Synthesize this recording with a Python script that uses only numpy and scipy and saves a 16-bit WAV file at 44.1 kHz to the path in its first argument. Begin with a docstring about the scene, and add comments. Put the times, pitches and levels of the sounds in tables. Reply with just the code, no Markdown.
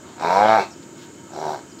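"""A cow held down in an outdoor pen bellows twice: a loud rising call, then a short low groan.
Slow snaps of the vocal folds ring the throat, whose lowest resonance climbs as the mouth opens;
air rasps after each snap. The pen answers faintly. Behind it sit thin bird chirps, rustles,
a brief sizzle and a steady bed: a low murmur of wind or machinery and a high hiss."""
import sys
import numpy as np
from scipy import signal
from scipy.fft import rfft, irfft
from scipy.io import wavfile
from scipy.ndimage import uniform_filter1d

SR = 44100
rng = np.random.default_rng(int(sys.argv[2]) if len(sys.argv) > 2 else 0)


def to_wav(s):
    """Save 16-bit WAV."""
    ch = np.atleast_2d(s).T  # columns
    pcm = np.round(np.clip(ch, -1, 1) * 32767)  # PCM
    wavfile.write(sys.argv[1], SR, pcm.astype(np.int16))


N = 79380

# Snap rate of the vocal folds: time_s, pitch_hz
BELLOW_PITCH = [(.182, 66.9), (.235, 81.9), (.28, 86), (.37, 98.3), (.44, 106.6), (.5, 110), (.56, 111.2),
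                (.59, 99.5), (.645, 93.6)]
GROAN_PITCH = [(1.292, 70), (1.335, 70.3), (1.38, 77.7), (1.43, 77.1), (1.49, 75.7), (1.55, 75),
               (1.575, 60.5), (1.605, 60.7)]
# Fader rides of each call: time_s, effort_db, brightness_db, rasp_db
BELLOW_DYNAMICS = [(.18, -23.5, 1, -59), (.197, -17.5, 6, -45), (.24, -2.5, -0.5, -38.5),
                   (.29, -3, 1.5, -37), (.33, -4, 2, -34.5), (.39, -3, 3.5, -33.5), (.45, 1.5, 1.5, -38),
                   (.52, 1.5, 4, -33.5), (.565, -2.5, 5.5, -36.5), (.61, -4.5, 2, -33.5),
                   (.64, -43, 14, -41.5)]
GROAN_DYNAMICS = [(1.29, -35.5, -5, -77), (1.335, -20.5, -9, -50.5), (1.37, -15.5, 3.5, -46),
                  (1.402, -15, -18, -46), (1.417, -11.5, 1.5, -45.5), (1.49, -11, -11.5, -40.5),
                  (1.545, -17, 1.5, -44.5), (1.6, -31, 4, -52)]
# Three moving mouth formants: time_s, first_hz, first_db, second_hz, second_db, third_hz, third_db
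BELLOW_MOUTH = [(.22, 394, -12, 740, 3.5, 975, 0.5), (.28, 417, 0, 660, -6, 895, 4.5),
                (.325, 460, -9, 675, 3.5, 950, 8), (.38, 519, 3.5, 770, 7, 972, 2),
                (.445, 543, 0, 768, 4, 790, 4), (.49, 677, 1, 713, 3, 898, -5),
                (.555, 670, 5.5, 770, 0, 890, -2), (.59, 444, 2, 780, 4.5, 858, 8.5),
                (.625, 375, 13, 780, -15, 890, -1)]
GROAN_MOUTH = [(1.35, 360, 4, 730, -1, 890, -1.5), (1.42, 394, -0.5, 725, 2.5, 900, -0.5),
               (1.49, 376, 4.5, 740, 3.4, 920, 3.5), (1.57, 400, 1.5, 760, 0.85, 902, 6)]
# Their bandwidths: first_hz, second_hz, third_hz
MOUTH_WIDTHS_HZ = [34.7, 124, 54]
# Steady body from chest, nose and mouth: centre_hz, width_hz, gain_db
BELLOW_BODY = [(98, 50, -11.5), (194.7, 54, -7), (320, 38, -12.5), (600, 280, -15.5)]
GROAN_BODY = [(150, 45, -6.5), (556, 180, -8.5), (4150, 480, -31.5), (5730, 330, -26)]
# Upper throat formants, the edge of the voice: centre_hz, width_hz, gain_db
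UPPER_FORMANTS = [(1257, 330, -13.5), (1557, 106, -14.5), (2128, 69, -21), (2245, 95, -21), (2420, 43, -34),
                  (3790, 190, -32.5)]
# Colour of the rasping air: frequency_hz, gain_db
BELLOW_RASP_EQ = [(100, -18), (400, 8.5), (800, 20), (1500, -8.5), (1900, -1.5), (2300, 6), (2650, -2),
                  (2950, -14.5), (3500, -4.5), (4100, 0.5), (4800, -5.5), (5600, -3), (6600, -14.5),
                  (8000, -13), (9200, -28), (12000, -25.5), (15500, -28.5)]
GROAN_RASP_EQ = [(100, -12), (450, 10.5), (800, 20.5), (1100, 0), (1500, 5.5), (2000, -13), (2900, -13),
                 (4000, -1), (4900, -5.5), (5750, -4), (6600, -17), (8000, -11.5), (9200, -28),
                 (10500, -26.5), (11700, -18), (13000, -31), (15500, -25)]
# Wheezes that flare in the rasp: start_s, length_s, centre_hz, width_hz, level_db
WHEEZES = [(0.242, 0.084, 3830, 220, -43.5), (0.325, 0.058, 5600, 800, -46), (0.427, 0.13, 3240, 500, -37),
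           (0.592, 0.09, 4400, 400, -45.5), (0.593, 0.09, 2594, 80, -39), (1.398, 0.008, 5700, 350, -40.5)]
# Falling bird chirps: start_s, length_s, from_hz, to_hz, level_db
CHIRPS = [(.7, 0.041, 6340, 4670, -45.5), (1.285, 0.098, 8200, 4140, -52),
          (1.686, 0.049, 6620, 4550, -53.5)]
# Soft rustles in the grass: start_s, length_s, centre_hz, width_hz, level_db
RUSTLES = [(0.052, 0.18, 3600, 1600, -55), (0.029, 0.26, 1000, 770, -49), (.822, 0.03, 4200, 1900, -53),
           (1.785, .03, 4900, 1700, -50)]
# Swell and fade of the sizzle: time_s, level_db
SIZZLE_ENVELOPE = [(.93, -83), (.98, -52.5), (1.04, -47.5), (1.08, -59), (1.2, -79)]
# Colour of the sizzle: frequency_hz, gain_db
SIZZLE_EQ = [(300, -20), (1200, 2), (4200, 2), (7000, -8), (9500, -20), (15000, -17)]
# Colour of the background bed: frequency_hz, gain_db
BED_EQ = [(25, -51), (50, -27), (80, -7.5), (120, -4.5), (250, -2.5), (370, -0.5), (450, -11), (650, -11.5),
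          (780, -19.5), (1500, -18), (1900, -24), (3500, -26.5), (5800, -27.5), (6500, -21), (7050, -13.5),
          (7600, -24), (8050, -18.5), (9000, -43), (10500, -44), (13000, -39), (15500, -45)]
# Narrow bands in the bed: centre_hz, width_hz, level_db
BED_BANDS = [(334, 37, -50), (930, 25, -56), (1300, 29, -61.5), (1580, 150, -63), (2170, 33, -66),
             (3060, 39, -65)]

TIGHT_HZ, SLACK_HZ = 102, 72  # the folds beat evenly when tight, most unevenly when slack
SLAP_DELAY_S, SLAP_SCATTER_S, SLAP_DB = 0.00505, .0005, -8
FORMANT_SCATTER, SKIRT_WIDTHS = .04, 1.41
VOICE_LOW_CUT_HZ, VOICE_GAIN_DB = 237, 29
RASP_ATTACK_S, RASP_DECAY_S, RASP_SUSTAIN, RASP_GAIN_DB = 0.0002, 0.0043, 0.37, 9
ECHO_S, ECHO_DB = .0052, -28
TAIL_T60_S, TAIL_LOW_CUT_HZ, TAIL_DB = 0.27, 1100, -5
CHIRP_BLUR_HZ = 280
BED_DB, BED_WAVER_DB = -42.5, 1
LOW_CUT_HZ, HIGH_CUT_HZ = 65, 15720


def cow_call(pitch, dynamics, mouth, body, rasp_eq, jitter_s, shimmer_db):
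    """A snap and a puff of air per fold cycle; slack folds slap again and shake the throat."""
    t = np.arange(N) / SR
    voiced = t[(t >= pitch[0][0]) & (t <= pitch[-1][0])]
    cycles = np.cumsum(curve(pitch, voiced)[0]) / SR
    snap_times = np.interp(np.arange(int(cycles[-1]) + 1), cycles, voiced)
    scatter = rng.standard_normal(size=(len(snap_times), 5))
    voice, puffs = np.zeros(2 * N), np.zeros(2 * N)
    pre_roll = 512  # samples ahead of each snap
    for at, (late, accent, slap_late, *shake) in zip(snap_times, scatter):
        effort_db, bright_db, _ = curve(dynamics, at)
        slack = np.clip((TIGHT_HZ - curve(pitch, at)[0]) / (TIGHT_HZ - SLACK_HZ), 0, 1)
        formants = curve(mouth, at)
        centres = formants[::2] * (1 + slack * FORMANT_SCATTER * np.r_[0, shake])
        upper = [(hz, width, db + bright_db) for hz, width, db in UPPER_FORMANTS]
        f, spectrum = throat([*body, *zip(centres, MOUTH_WIDTHS_HZ, formants[1::2]), *upper])
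        delay = lambda s: np.exp(-2j * np.pi * f * s)
        slap = slack * undb(SLAP_DB) * delay(SLAP_DELAY_S + SLAP_SCATTER_S * slap_late)
        start = int(at * SR) - pre_roll
        snap = irfft(spectrum * (1 + slap) * delay(at + jitter_s * late - start / SR))
        span = slice(start, start + len(snap))
        voice[span] += snap * undb(VOICE_GAIN_DB + effort_db + shimmer_db * accent)
        age = np.maximum(np.arange(len(snap)) - pre_roll, 0) / SR
        puffs[span] += (1 + slack) * (1 - np.exp(-age / RASP_ATTACK_S)) * np.exp(-age / RASP_DECAY_S)
    breath = uniform_filter1d(1. * ((t >= voiced[0]) & (t <= voiced[-1])), size=512)
    rasp_gain = undb(RASP_GAIN_DB + curve(dynamics, t)[-1])
    rasp = noise(rasp_eq) * (puffs[:N] + RASP_SUSTAIN * breath) * rasp_gain
    return voice[:N] + rasp


def throat(resonances, size=4096):
    """Spectrum of one snap: the folds part gently, slam shut and the throat rings."""
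    f = np.fft.rfftfreq(size, 1 / SR)
    power = sum(resonance(f, hz, width) * undb(db) ** 2 for hz, width, db in resonances)
    cepstrum = irfft(np.log(power) / 2)
    # Minimum phase keeps the attack sharp, with all the ringing after it.
    causal = np.r_[1, np.full(size // 2 - 1, 2), np.zeros(size // 2)]
    ringing = np.exp(rfft(cepstrum * causal))
    return f, ringing * 1j * f / (1j * f - VOICE_LOW_CUT_HZ)


def noise_flares(table):
    """Wheezes or rustles: bands of noise that swell quickly and fade."""
    t, out = np.arange(N) / SR, 0
    for at, length, hz, width, db in table:
        progress = np.clip((t - at) / length, 0, 1)
        out = out + undb(db) * np.sin(np.pi * np.sqrt(progress)) * band(hz, width)
    return out


def pen(sound):
    """Adds one near reflection and a short tail from the rails, which scatter little bass."""
    t = np.arange(SR // 2) / SR
    tail = rng.standard_normal(len(t)) * np.exp(-np.log(1000) * t / TAIL_T60_S) * (t > ECHO_S)
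    low_cut = signal.butter(2, TAIL_LOW_CUT_HZ, "high", fs=SR, output="sos")
    tail = signal.sosfilt(low_cut, tail / np.linalg.norm(tail))
    echo = np.interp(np.arange(N) - ECHO_S * SR, np.arange(N), sound, left=0)
    return sound + undb(ECHO_DB) * echo + undb(TAIL_DB) * signal.fftconvolve(sound, tail)[:N]


def bird():
    """Thin far chirps that fall fast, blurred by distance."""
    t, out = np.arange(N) / SR, 0
    for at, length, from_hz, to_hz, db in CHIRPS:
        progress = np.clip((t - at) / length, 0, 1)
        phase = 2 * np.pi * np.cumsum(from_hz * (to_hz / from_hz) ** progress) / SR
        envelope = np.sqrt(np.abs(np.sin(np.pi * progress)))
        out = out + undb(db) * envelope * np.sin(phase) * band(0, CHIRP_BLUR_HZ)
    return out


def sizzle():
    """A soft sizzle of noise that swells and passes."""
    t = np.arange(N) / SR
    gate = (t > SIZZLE_ENVELOPE[0][0]) * (t < SIZZLE_ENVELOPE[-1][0])
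    return noise(SIZZLE_EQ) * undb(curve(SIZZLE_ENVELOPE, t)[0]) * gate


def background_bed():
    """Steady murmur of wind or machinery and a high hiss, with narrow bands that waver."""
    bed = undb(BED_DB) * noise(BED_EQ)
    for hz, width, db in BED_BANDS:
        bed += undb(db) * band(hz, width) * undb(BED_WAVER_DB * band(hz=3, width=6.7))
    return bed


def noise(eq):
    """Noise at rms 1, coloured by an EQ curve."""
    hz, db = np.array(eq, float).T
    f = np.maximum(np.fft.rfftfreq(N, 1 / SR), 1)
    gain = undb(np.interp(np.log(f), np.log(hz), db))
    return unit_rms(irfft(rfft(rng.standard_normal(N)) * gain, N))


def band(hz, width):
    """Noise at rms 1 through one resonance."""
    gain = np.sqrt(resonance(np.fft.rfftfreq(N, 1 / SR), hz, width))
    return unit_rms(irfft(rfft(rng.standard_normal(N)) * gain, N))


def resonance(f, hz, width):
    """Power response of one peak with steep far skirts."""
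    detune = (2 * (f - hz) / width) ** 2
    return 1 / (1 + detune) / (1 + detune / (2 * SKIRT_WIDTHS) ** 2)


def curve(table, t):
    """Each automation lane of a table at the times t."""
    times, *lanes = np.array(table, float).T
    return [np.interp(t, times, lane) for lane in lanes]


def undb(db):
    """Decibels to gain."""
    return 10 ** (np.asarray(db) / 20)


def unit_rms(x):
    """Scale to rms 1."""
    return x / np.sqrt(np.mean(x ** 2))


def scene():
    """Mono mix: cow and bird ring in the pen; bed, sizzle and rustles stay dry."""
    bellow = cow_call(BELLOW_PITCH, BELLOW_DYNAMICS, BELLOW_MOUTH, BELLOW_BODY, BELLOW_RASP_EQ,
                      jitter_s=.00003, shimmer_db=-0.9)
    groan = cow_call(GROAN_PITCH, GROAN_DYNAMICS, GROAN_MOUTH, GROAN_BODY, GROAN_RASP_EQ,
                     jitter_s=0.00029, shimmer_db=0.0)
    animals = pen(bellow + groan + noise_flares(WHEEZES) + bird())
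    return (animals + background_bed() + sizzle() + noise_flares(RUSTLES))[None]


def record(dry):
    """The microphone drops the deepest bass; peaks stop at full scale and the top is cut steeply."""
    low_cut = signal.butter(2, LOW_CUT_HZ, "high", fs=SR, output="sos")
    high_cut = signal.ellip(10, .2, 80, HIGH_CUT_HZ, fs=SR, output="sos")
    thinned = signal.sosfiltfilt(low_cut, dry)
    return signal.sosfilt(high_cut, np.clip(thinned, -1, 1))


dry = scene()
out = record(dry)
to_wav(out)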